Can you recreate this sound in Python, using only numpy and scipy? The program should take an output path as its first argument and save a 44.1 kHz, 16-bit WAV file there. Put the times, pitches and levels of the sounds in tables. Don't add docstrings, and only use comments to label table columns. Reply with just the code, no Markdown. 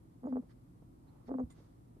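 import sys
import numpy as np
from scipy import signal
from scipy.fft import rfft, irfft
from scipy.io import wavfile
from scipy.ndimage import uniform_filter1d

SR = 44100
rng = np.random.default_rng(int(sys.argv[2]) if len(sys.argv) > 2 else 0)


def generate_wav(signal):
    frames = np.transpose(np.atleast_2d(signal))
    scaled = np.clip(frames, -1, 1) * 32767
    pcm = np.round(scaled).astype(np.int16)
    wavfile.write(sys.argv[1], SR, pcm)


N = 88200

# frequency_hz, level_db
ROOM_COLOUR = [(12, -47), (20, -14.5), (59, -1.5), (92, -6), (115, 1.5), (143, -4), (169, -1), (194, -10),
               (263, -5), (337, -10), (409, -21), (865, -31), (940, -29.5), (1270, -35), (1640, -42),
               (1880, -40.5), (2690, -46), (6360, -49), (10200, -44.5), (13800, -49.5), (15000, -56.5)]
# frequency_hz, level_db
ROOM_WIDTH = [(60, -9), (200, -14), (380, -2), (690, 6), (1280, 3.5), (2360, -0.5), (4350, 1), (8020, 0),
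              (14000, -23.5)]
# start_s, level_db
KNOCKS = [(0.423, -54.5), (0.821, -56), (1.581, -56), (1.601, -58.5), (1.966, -60.5)]
# frequency_hz, level_db
KNOCK_COLOUR = [(80, -17.5), (280, 10), (700, -2.5), (1300, -18), (2500, -55.5), (8000, -50.5)]
# start_s, rise_s, decay_s, level_db
RUSTLES = [(1.496, 0.0067, 0.036, -67), (1.549, 0.028, 0.11, -70.5)]
# frequency_hz, level_db
RUSTLE_COLOUR = [(400, 4), (1200, 4.5), (2500, -9.5), (3800, -6), (6500, -10), (9000, -24), (15000, -35)]
# pitch_hz, level_db, ring_s (time to fade by 60 dB)
METAL_TONES = [(2040, -5, 0.12), (3550, 3, 0.049), (6870, 1, .05), (7090, -0.5, 0.1), (8520, -1, 0.09),
               (8760, -9, 0.071), (9820, -4, 0.11), (13280, -13, 0.072)]
# centre_s, half_length_s, pitch_hz, level_db
WHISTLES = [(0.267, 0.0052, 6800, -79), (1.09, 0.013, 4140, -80), (1.272, 0.018, 4480, -86.5),
            (1.4, 0.00538, 6770, -80.5)]
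# centre_s, half_length_s, level_db
SNIFFS = [(0.296, .02, -78), (0.511, .022, -73), (1.082, 0.027, -84.5), (1.281, 0.017, -70)]
# frequency_hz, level_db
SNIFF_COLOUR = [(500, -5.5), (1200, 3.5), (2000, 4), (2700, -11.5), (3600, -5), (5200, -5.5), (7500, -18.5),
                (14000, -28.5)]
# frequency_hz, level_db
SIGH_COLOUR = [(300, -17), (600, 2), (1150, -0.5), (1600, -14.5), (3000, -24.5), (9000, -40.5)]
# time_s, pitch_hz, level_db
HOOTS = [
    [(0.225, 235.1, -56), (0.245, 256, -41), (0.259, 252, -37), (0.265, 258.6, -42), (0.275, 323.7, -40.5),
     (0.289, 282.8, -42), (0.305, 254.6, -41.5), (0.331, 255, -35), (0.359, 256.1, -36.5),
     (0.381, 256, -36.5), (0.399, 242, -39), (0.412, 238.6, -46.5)],
    [(1.275, 222.3, -49), (1.295, 247.2, -46), (1.309, 252.1, -40), (1.319, 281.5, -32),
     (1.325, 271.7, -43), (1.341, 255.8, -41.5), (1.357, 257.8, -35), (1.379, 242.9, -40.5),
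     (1.405, 262.8, -35.5), (1.435, 245.3, -38), (1.452, 233.7, -44)],
]
OVERTONES_DB = [-2, -16.5, -22.5]
# start_s, level_db, start_pitch_hz, buzz_level_db
POPS = [(.2326, -41.5, 1100, -63.5), (.2405, -39.5, 1550, -45.5), (.2562, -37.5, 1550, -45.5),
        (.2658, -41, 1400, -52), (.2703, -36, 1500, -41.5), (.3249, -32, 1550, -48.5),
        (.3568, -32.5, 1600, -49.5), (.3674, -30, 1550, -49), (.3732, -34, 1250, -51.5),
        (1.2833, -39, 1200, -60), (1.2914, -34.5, 1450, -47.5), (1.3075, -35.5, 1550, -57.5),
        (1.3145, -29.5, 1700, -44.5), (1.3405, -31, 1700, -45.5), (1.3841, -31, 1600, -46),
        (1.3943, -35.5, 1600, -52), (1.4003, -30.5, 1300, -44), (1.4045, -38, 1300, -54)]
# frequency_hz, level_db
HUT_COLOUR = [(100, -7.5), (250, -5.5), (320, 11), (430, 4.5), (540, -2), (690, -0.5), (840, 2),
              (970, -6.5), (1150, 2), (1350, -3.5), (2000, -1.5)]
# delay_s, left_db, right_db
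HUT_ECHOES = [(.0045, -8.5, -12), (.0102, -8.5, -10.5)]
# frequency_hz, left_minus_right_db
AIRWAY_BALANCE = [(100, -5.5), (260, 1), (450, -6), (700, -0.5), (1200, -8), (2400, -14.5)]


def undb(db):
    return 10 ** (np.asarray(db) / 20)


def gains(colour):
    hz, db = np.array(colour, float).T
    return undb(np.interp(np.log(np.fft.rfftfreq(N, 1 / SR) + 1), np.log(hz), db))


def noise(colour):
    x = irfft(rfft(rng.standard_normal(N)) * gains(colour), N)
    return x / x.std()


def wobble(rate_hz):
    width = max(int(SR / rate_hz), 2)
    x = uniform_filter1d(uniform_filter1d(rng.standard_normal(N), width), width)
    return x / x.std()


def since(start_s):
    return np.maximum(np.arange(N) / SR - start_s, 0)


def swell(centre_s, half_length_s, level_db):
    return undb(level_db) * np.exp(-((since(0) - centre_s) / half_length_s) ** 2)


def delay(x, lag_s):
    t = since(0)
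    return np.interp(t - lag_s, t, x, left=0)


def reverb(x, ring_s, level_db):
    t = since(0)
    tail = rng.standard_normal((2, N)) * undb(-60 * t / ring_s) * (1 - np.exp(-t / .005))
    tail *= undb(level_db) / np.sqrt(np.sum(tail ** 2, axis=1, keepdims=True))
    return signal.fftconvolve(x[None], tail)[:, :N]


def room(hum_hz=120.45, hum_db=-73.5):
    side = irfft(rfft(noise(ROOM_COLOUR)) * gains(ROOM_WIDTH), N)
    hum_level = np.sqrt(2) * undb(hum_db + 1.8 * wobble(1.9))
    hum = hum_level * np.sin(2 * np.pi * hum_hz * since(0) + 1.2 * wobble(1.3))
    return undb(-58.84) * (noise(ROOM_COLOUR) + np.array([side, -side])) + hum


def knocks(rise_s=.00108, decay_s=.0096):
    level = sum(undb(db) * (1 - np.exp(-since(start) / rise_s)) * np.exp(-since(start) / decay_s)
                for start, db in KNOCKS)
    return level * noise(KNOCK_COLOUR)


def bump(start_s=1.436, end_hz=58.9, drop_hz=71, drop_s=.008, decay_s=.016):
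    age = since(start_s)
    cycles = end_hz * age + drop_hz * drop_s * (1 - np.exp(-age / drop_s))
    return undb(-37) * np.sin(2 * np.pi * cycles) * np.exp(-age / decay_s)


def rustles():
    level = sum(undb(db) * np.minimum(since(start) / rise, 1) * np.exp(-since(start + rise) / decay)
                for start, rise, decay, db in RUSTLES)
    grain = undb(.9 * wobble(170))
    return level * grain * np.array([noise(RUSTLE_COLOUR), noise(RUSTLE_COLOUR)])


def tink(start_s=1.504, rise_s=.0019, chatter_db=4):
    age = since(start_s)
    offsets = rng.random((len(METAL_TONES), 2, 1)) / 2
    ring = sum(undb(db - 60 * age / ring_s) * np.sin(2 * np.pi * (hz * age + offset))
               for (hz, db, ring_s), offset in zip(METAL_TONES, offsets))
    return undb(-66 + chatter_db * wobble(500)) * (1 - np.exp(-age / rise_s)) * ring


def whistles(waver_hz=140):
    drift = 2 * np.pi * np.cumsum(waver_hz * wobble(1000)) / SR
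    return sum(swell(centre, half, db) * np.sin(2 * np.pi * hz * since(0) + drift)
               for centre, half, hz, db in WHISTLES)


def sniffs():
    quick = sum(swell(*sniff) for sniff in SNIFFS)
    sigh = swell(centre_s=1.16, half_length_s=.11, level_db=-72)
    return np.array([quick * noise(SNIFF_COLOUR) + sigh * noise(SIGH_COLOUR) for _ in range(2)])


def pops(end_hz=420, glide_s=.0013, rise_s=.0009, decay_s=.0026, cutoff_hz=1850):
    chirps = np.zeros(N)
    for start, db, start_hz, _ in POPS:
        age = since(start)
        detune = 1 + .05 * rng.standard_normal()
        pitch_hz = (end_hz + (start_hz - end_hz) * np.exp(-age / glide_s)) * detune
        shape = (1 - np.exp(-(age / rise_s) ** 2)) * np.exp(-age / decay_s)
        chirps += undb(db) * shape * np.sin(2 * np.pi * np.cumsum(pitch_hz * (age > 0)) / SR)
    return signal.sosfilt(signal.butter(4, cutoff_hz, fs=SR, output="sos"), chirps)


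def hoot(course, flutter_hz=150, flutter_db=1.2, buzz_decay_s=.021, fade_s=.014):
    t = since(0)
    times, hz, db = np.array(course).T
    pitch_hz = np.interp(t, times, hz) * (1 + .028 * wobble(flutter_hz))
    phase = 2 * np.pi * np.cumsum(pitch_hz) / SR
    tone = undb(np.interp(t, times, db) + 1) * np.sin(phase)
    buzzes = [undb(buzz_db) * (t > start) * np.exp(-since(start) / buzz_decay_s)
              for start, _, _, buzz_db in POPS]
    buzz_level = uniform_filter1d(np.max(buzzes, axis=0), size=130)
    overtones = sum(undb(level) * np.sin(k * phase) for k, level in enumerate(OVERTONES_DB, start=2))
    fade = np.clip(np.minimum(t - times[0], times[-1] - t) / fade_s + 1 / 3, 0, 1)
    return np.sqrt(2) * (tone + buzz_level * overtones) * fade * undb(flutter_db * wobble(flutter_hz))


def airway():
    rasp = irfft(rfft(pops()) * gains(HUT_COLOUR), N)
    direct = rasp + sum(hoot(course) for course in HOOTS)
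    bounces = sum(undb([[left], [right]]) * delay(rasp, lag) for lag, left, right in HUT_ECHOES)
    hut_tail = reverb(rasp, ring_s=.08, level_db=-12.5)
    room_tail = reverb(direct, ring_s=.3, level_db=-20.5)
    breaths = direct + bounces + hut_tail + room_tail
    lean = np.sqrt(gains(AIRWAY_BALANCE))
    left, right = irfft(rfft(breaths) * np.array([lean, 1 / lean]), N)
    return np.array([delay(left, lag_s=.00028), right])


def scene():
    small_sounds = sniffs() + whistles() + rustles() + knocks() + bump() + tink()
    return airway() + small_sounds * undb([[-2], [2]]) + room()


def record(dry, low_hz=30.7, top_hz=14800):
    dry = signal.sosfilt(signal.butter(4, low_hz, "high", fs=SR, output="sos"), dry)
    return signal.sosfilt(signal.ellip(8, .2, 70, top_hz, fs=SR, output="sos"), dry)


dry = scene()
out = record(dry)
generate_wav(out)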